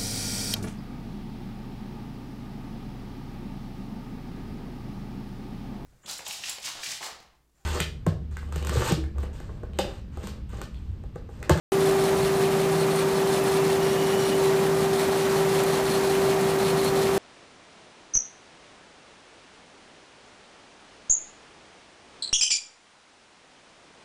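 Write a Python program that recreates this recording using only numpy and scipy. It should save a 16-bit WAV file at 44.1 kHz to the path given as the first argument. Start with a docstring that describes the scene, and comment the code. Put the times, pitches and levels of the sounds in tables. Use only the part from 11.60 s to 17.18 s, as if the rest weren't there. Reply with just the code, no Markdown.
"""A turning part of a paper machine rubs wetly close by, about 5.4 times a second.
Each turn makes a gritty swish that rings the metal round it, followed by a duller scrape.
Thin squeals rise briefly, mostly in the middle, among short squeaks, wet crackle and a few sharp ticks.
Behind it the mill hall roars steadily, with a strong hum from the drive and weaker motor tones."""
import sys
import numpy as np
from scipy import signal
from scipy.fft import rfft, irfft
from scipy.io import wavfile

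SR = 44100
rng = np.random.default_rng(int(sys.argv[2]) if len(sys.argv) > 2 else 0)


def put_to_file(sound):
    """Save the sound as 16-bit audio at rate SR, in the file named by the first command-line argument."""
    columns = np.atleast_2d(sound).T  # one column per channel
    safe = np.clip(columns, -1, 1)
    whole_steps = np.round(safe * 32767)
    wavfile.write(sys.argv[1], SR, whole_steps.astype(np.int16))


N = 246078
TIME = np.arange(N) / SR
FREQS = np.fft.rfftfreq(N, 1 / SR)

# Levels in the tables are relative: the functions add their own gains.
# The roar from bass to treble. Each row: frequency in Hz, level in dB.
ROAR_COLOUR = [(20, -84), (45, -67.5), (65, -64), (85, -59), (112, -65), (140, -54), (210, -55), (320, -56),
               (800, -60.5), (1100, -63.5), (1800, -68.5), (3000, -74.5), (4500, -76.5), (7000, -79.5),
               (10500, -83.5), (15000, -85.5)]
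# Peaks and dips the hall gives the roar. Each row: frequency in Hz, width in Hz, gain in dB.
HALL_BUMPS = [(113, 11, 2.5), (203, 13, 2.5), (254, 40, -1.5), (339, 11, -3.5), (708, 72, -1.5),
              (833, 24, 0.5), (925, 26, 2.5), (1036, 16, -2.5), (1620, 140, -0.5), (1885, 30, 3.5),
              (2420, 30, 4), (2980, 120, 0.5)]
# Slow swells of the roar. Each row: time in seconds, upper part in dB, deep rumble in dB.
ROAR_LEVELS = [(0.1, -0.5, 0), (0.6, 0, 3), (1.3, -0.3, -3.5), (2.7, 0.2, -3), (3.2, -0.8, -3),
               (3.7, 1, -3), (4.2, 0.9, -1), (5.6, 0.1, -0.5)]
# The low drone of two motors. Each row: time in seconds, level in dB.
DRONE_LEVELS = [(0.1, -33), (1.4, -32), (2.3, -35), (3.1, -36), (3.8, -33.5), (4.5, -35), (5.5, -35.5)]
# Tones of other motors. Each row: pitch in Hz, level in dB, pitch wander in Hz.
MOTOR_TONES = [(633.4, -46, 1.2), (719, -44.5, 2.5), (1194, -51.5, 11.36), (1782, -60, 3.22)]
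# The hum of the main drive. Each row: time in seconds, level in dB.
HUM_LEVELS = [(0.12, -22.5), (0.3, -21), (0.45, -23.5), (1.1, -24), (1.8, -25), (2.0, -22.5), (2.3, -24),
              (2.72, -24.3), (2.86, -21), (3.1, -23), (3.6, -25.5), (3.9, -23), (4.25, -26.5),
              (4.55, -22.5), (4.9, -24.5), (5.55, -23.5)]
# The tones in that hum. Each row: multiple of the lowest pitch, level in dB.
HUM_TONES = [(1, -0.5), (2, -21), (3, -27.5)]
# Larger specks that hit. Each row: start in seconds, level in dB.
SPECK_HITS = [(0.4385, -36), (1.8383, -36), (2.8415, -37), (4.0353, -30), (4.3146, -35), (4.4992, -35),
              (4.8095, -33), (5.245, -29), (5.4206, -37)]
# Hard catches that squeak. Each row: start in seconds, level in dB.
HARD_CATCHES = [(0.65, -41), (1.122, -37), (1.18, -40), (1.36, -38), (1.374, -37), (1.738, -36),
                (1.762, -37), (1.838, -39), (1.945, -38)]
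# Squeals. Each row: start and length in seconds, lower pitch in Hz, its rise in Hz per second,
# its level in dB, upper pitch in Hz, its level in dB.
SQUEAL_NOTES = [(0.38, 0.1, 2350, 0, -52, 5300, -52), (1.68, 0.47, 2500, 520, -50, 5270, -56),
                (2.18, 0.6, 2850, 230, -45.5, 5640, -54)]
# The two presses in every turn. Each row: start within the turn and length in seconds, level in dB.
TURN_PRESSES = [(0.021, 0.058, 1.0), (0.078, 0.068, 3)]
# The swish from low to high. Each row: frequency in Hz, level in dB.
SWISH_COLOUR = [(1500, 3.5), (2600, 2), (3800, 6.5), (5200, 1.5), (6600, -0.5), (8000, 0), (10400, 2),
                (12000, -5), (15000, -11.5)]
# Where the metal rings, low and high. Each row: frequency in Hz, width in Hz, level in dB.
METAL_LOW = [(4300, 22, 19), (3910, 38, 1), (4300, 45, -33), (4000, 83, 6.5), (4720, 50, 0.5),
             (5300, 35, -20)]
METAL_HIGH = [(8750, 150, -8), (9140, 170, 6), (8200, 260, -3), (10700, 350, -11)]
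# Slow swells of the rub. Each row: time in seconds, then swish, low ring and high ring in dB.
RUB_LEVELS = [(0.2, -39.5, -52, -61), (0.55, -41.5, -47, -50), (0.95, -40.5, -52, -56),
              (1.2, -44.5, -44, -45), (1.55, -41.5, -45, -52), (1.75, -36, -45, -51), (2.2, -42, -49, -54),
              (2.6, -40, -46.5, -55), (3.0, -41.5, -49, -58), (3.5, -39.5, -50, -61),
              (4.3, -38.5, -45, -57), (4.85, -41.5, -47, -56), (5.25, -40, -42, -62),
              (5.55, -35.5, -51, -59)]

TURN_S, TURN_START_S = 0.1843, 0.168  # length of a turn, and the start of one of them


def amp(db):
    """Turns decibels into a gain."""
    return 10 ** (np.asarray(db) / 20)


def unit(x):
    """Scales a signal to an average strength (rms) of 1."""
    return x / np.sqrt(np.mean(x ** 2) + 1e-20)


def curves(rows):
    """One curve over time for each level column, with straight lines between the rows."""
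    times, *columns = np.transpose(rows)
    return [np.interp(TIME, times, column) for column in columns]


def spectrum(points):
    """Gain at every frequency from (Hz, dB) points."""
    hz, db = np.transpose(points)
    return amp(np.interp(np.log(FREQS + 1), np.log(hz), db))


def resonances(peaks):
    """Gain at every frequency from (Hz, width, dB) ringing peaks."""
    return sum(amp(db) / (1 + ((FREQS - hz) / width) ** 2) for hz, width, db in peaks)


def bumps(rows):
    """Gain at every frequency from (Hz, width, dB) peaks and dips."""
    return amp(sum(db * np.exp(-((FREQS - hz) / width) ** 2) for hz, width, db in rows))


def colour(x, gain):
    """Filters x by a gain per frequency and scales it to strength 1."""
    return unit(irfft(rfft(x) * gain, N))


def noise():
    """An even hiss (white noise)."""
    return rng.standard_normal(N)


def drift(rate_hz):
    """A random wobble of strength 1, up to about the given rate."""
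    return colour(noise(), np.exp(-(FREQS / rate_hz) ** 2))


def tone(hz):
    """A pure tone of strength 1 that follows a pitch curve."""
    return np.sqrt(2) * np.sin(2 * np.pi * (np.cumsum(hz) / SR + rng.random()))


def grit(per_s, spread_db, click_share):
    """Tiny clicks of uneven size, mixed with a smooth hiss."""
    size = amp(spread_db * np.minimum(rng.exponential(1, N), 3))
    clicks = size * rng.choice([-1, 1], N) * (rng.random(N) < per_s / SR)
    return np.sqrt(click_share) * unit(clicks) + np.sqrt(1 - click_share) * noise()


def echoes(depth_db, fade_s):
    """Many short echoes boost some frequencies and weaken others."""
    ripple = rfft(noise() * np.exp(-TIME / fade_s)).real
    return amp(depth_db * unit(ripple))


def hits(rows, fade_s):
    """Loudness curve of hits that start at once and fall 60 dB in fade_s."""
    envelope, age = np.zeros(N), np.arange(SR // 10) / SR
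    for start, db in rows:
        part = envelope[round(start * SR):][:len(age)]
        part += amp(db - 60 * age / fade_s)[:len(part)]
    return envelope


def hall_roar(level_db=-27.5, churn_db=0.63, flutter_db=0.05, deep_hz=105, low_hz=600):
    """Many distant rolls and pumps merge in the hall; above the rumble the noise churns."""
    air = colour(noise(), spectrum(ROAR_COLOUR) * bumps(HALL_BUMPS) * echoes(depth_db=1.0, fade_s=0.019))
    deep, low = (irfft(rfft(air) / (1 + (FREQS / hz) ** 4), N) for hz in (deep_hz, low_hz))
    upper_db, deep_db = curves(ROAR_LEVELS)
    rumble = deep * amp(deep_db) + (low - deep) * amp(flutter_db * drift(18))
    upper = (air - low) * amp(upper_db + churn_db * drift(35))
    return amp(level_db) * (rumble + upper)


def motors(drone_hz=161.9, drone_db=-2.9, twin_db=-11.0, beat_hz=1.02, lull_s=0.58):
    """Two like motors differ slightly in speed, so their drone throbs; other tones waver in the hall."""
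    phase = 2 * np.pi * np.cumsum(drone_hz + 0.4 * drift(4.0)) / SR
    slip = 2 * np.pi * beat_hz * (TIME - lull_s)
    pair = unit(np.sin(phase) - amp(twin_db) * np.sin(phase + slip))
    drone = amp(drone_db + curves(DRONE_LEVELS)[0] + 0.6 * drift(4.6)) * pair
    return drone + sum(amp(db + 4.0 * drift(3.8)) * tone(hz + wander * drift(11.0))
                       for hz, db, wander in MOTOR_TONES)


def drive_hum(pitch_hz=388.65, wander_hz=0.2305, level_db=0.33, sway_db=0.47, shake_db=0.5):
    """The main drive sings one nearly pure note."""
    hz = pitch_hz + wander_hz * drift(1.0)
    note = sum(amp(db) * tone(round(multiple) * hz) for multiple, db in HUM_TONES)
    return amp(level_db + curves(HUM_LEVELS)[0] + sway_db * drift(29) + shake_db * drift(60)) * note


def spatter(level_db=-48, centre_hz=9000, width_hz=3800):
    """Fine wet crackle that goes on between the strokes."""
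    drops = grit(per_s=450, spread_db=-7.5, click_share=1.0)
    return amp(level_db) * colour(drops, resonances([(centre_hz, width_hz, 0)]))


def ticks(centre_hz=9500, width_hz=4200):
    """Larger specks hit and die away at once."""
    return hits(SPECK_HITS, fade_s=0.037) * colour(noise(), resonances([(centre_hz, width_hz, 0)]))


def squeaks(level_db=-2.5, pitch_hz=9120, jitter_hz=170):
    """The hardest catches of the rubbing part give a short, thin squeak."""
    return amp(level_db) * hits(HARD_CATCHES, fade_s=0.07) * tone(pitch_hz + jitter_hz * drift(250))


def squeals(force, level_db=1.0, edge_s=0.035, swell_db_per_s=6, upper_rise_hz_per_s=110, jitter_hz=60):
    """A slipping surface sings two rough tones: the upper under pressure, the lower as it eases."""
    out, grip = np.zeros(N), force - force.mean()
    for start, length, low_hz, rise, low_db, high_hz, high_db in SQUEAL_NOTES:
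        age = np.clip(TIME - start, 0, length)
        fade = np.minimum(np.minimum(age, length - age) / edge_s, 1)
        lower = low_hz + rise * age, low_db - 3.5 * grip + swell_db_per_s * (age - length / 2)
        upper = high_hz + upper_rise_hz_per_s * age, high_db + 10.0 * grip
        for hz, db in (lower, upper):
            flutter = unit(amp(2.0 * drift(70)))
            out += amp(db) * fade * flutter * tone(hz + jitter_hz * drift(110))
    return amp(level_db) * out


def scrape(level_db=-43, at_s=0.14, width_s=0.034, centre_hz=2700, width_hz=700, uneven_db=3.0):
    """Late in each turn a duller scrape follows the swish."""
    turn_age = (TIME - TURN_START_S) % TURN_S
    swell = np.exp(-((turn_age - at_s) / width_s) ** 2)
    roughness = unit(amp(uneven_db * drift(30)))
    return amp(level_db) * swell * roughness * colour(noise(), resonances([(centre_hz, width_hz, 0)]))


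def pressure(rise_s=0.011, sag_db_per_s=31, fade_s=0.11, uneven_db=1.4):
    """Force on the rubbing part: each press rises, sags and dies away, much the same in every turn."""
    force = np.zeros(N)
    for start, length, db in TURN_PRESSES:
        age = (TIME - TURN_START_S - start) % TURN_S
        fall_db = sag_db_per_s * age + 60 * np.maximum(age - length, 0) / fade_s
        press = np.minimum(age / rise_s, 1) * amp(db - fall_db)
        force = np.maximum(force, press)
    return force * amp(uneven_db * drift(2.7))


def rub(force, swish_db=-1.0, low_db=-6.5, sing_db=-7.0, high_db=-1.5, catch_hz=60):
    """As it presses, the turning part catches unevenly; its grit swishes and rings the metal."""
    swish_gain, low_gain, high_gain = force * amp(curves(RUB_LEVELS))
    grains = grit(per_s=2600, spread_db=4.5, click_share=0.75)
    bass_cut = FREQS / np.hypot(FREQS, 900)
    body = spectrum(SWISH_COLOUR) * bass_cut * echoes(depth_db=3.5, fade_s=0.012)
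    catches = unit(amp(0.96 * drift(catch_hz)))
    swish = amp(swish_db) * swish_gain * colour(grains, body) * catches
    # friction keeps the strongest low ring singing through the stroke
    singing = amp(sing_db) * tone(METAL_LOW[0][0] + 45 * drift(84.0))
    low_ring = low_gain * (amp(low_db) * colour(grains, resonances(METAL_LOW)) + singing)
    # the high rings die fast, so they come in quick flashes
    flashes = amp(high_db) * high_gain * unit(amp(3.5 * drift(catch_hz)))
    high_ring = flashes * colour(grains, resonances(METAL_HIGH))
    return swish + low_ring + high_ring


def scene():
    """Adds all the sounds into one channel; the same force drives the rub and the squeals."""
    force = pressure()
    background = hall_roar() + drive_hum() + motors()
    return (background + rub(force) + scrape() + squeaks() + spatter() + squeals(force) + ticks())[None]


def record(dry):
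    """Keeps the first 0.12 seconds silent and cuts the treble above 15300 Hz."""
    treble_cut = signal.firwin(511, 15300, window=("kaiser", 9), fs=SR)
    return signal.oaconvolve(dry * (TIME >= 0.12), treble_cut[None], "same")


dry = scene()
out = record(dry)
put_to_file(out)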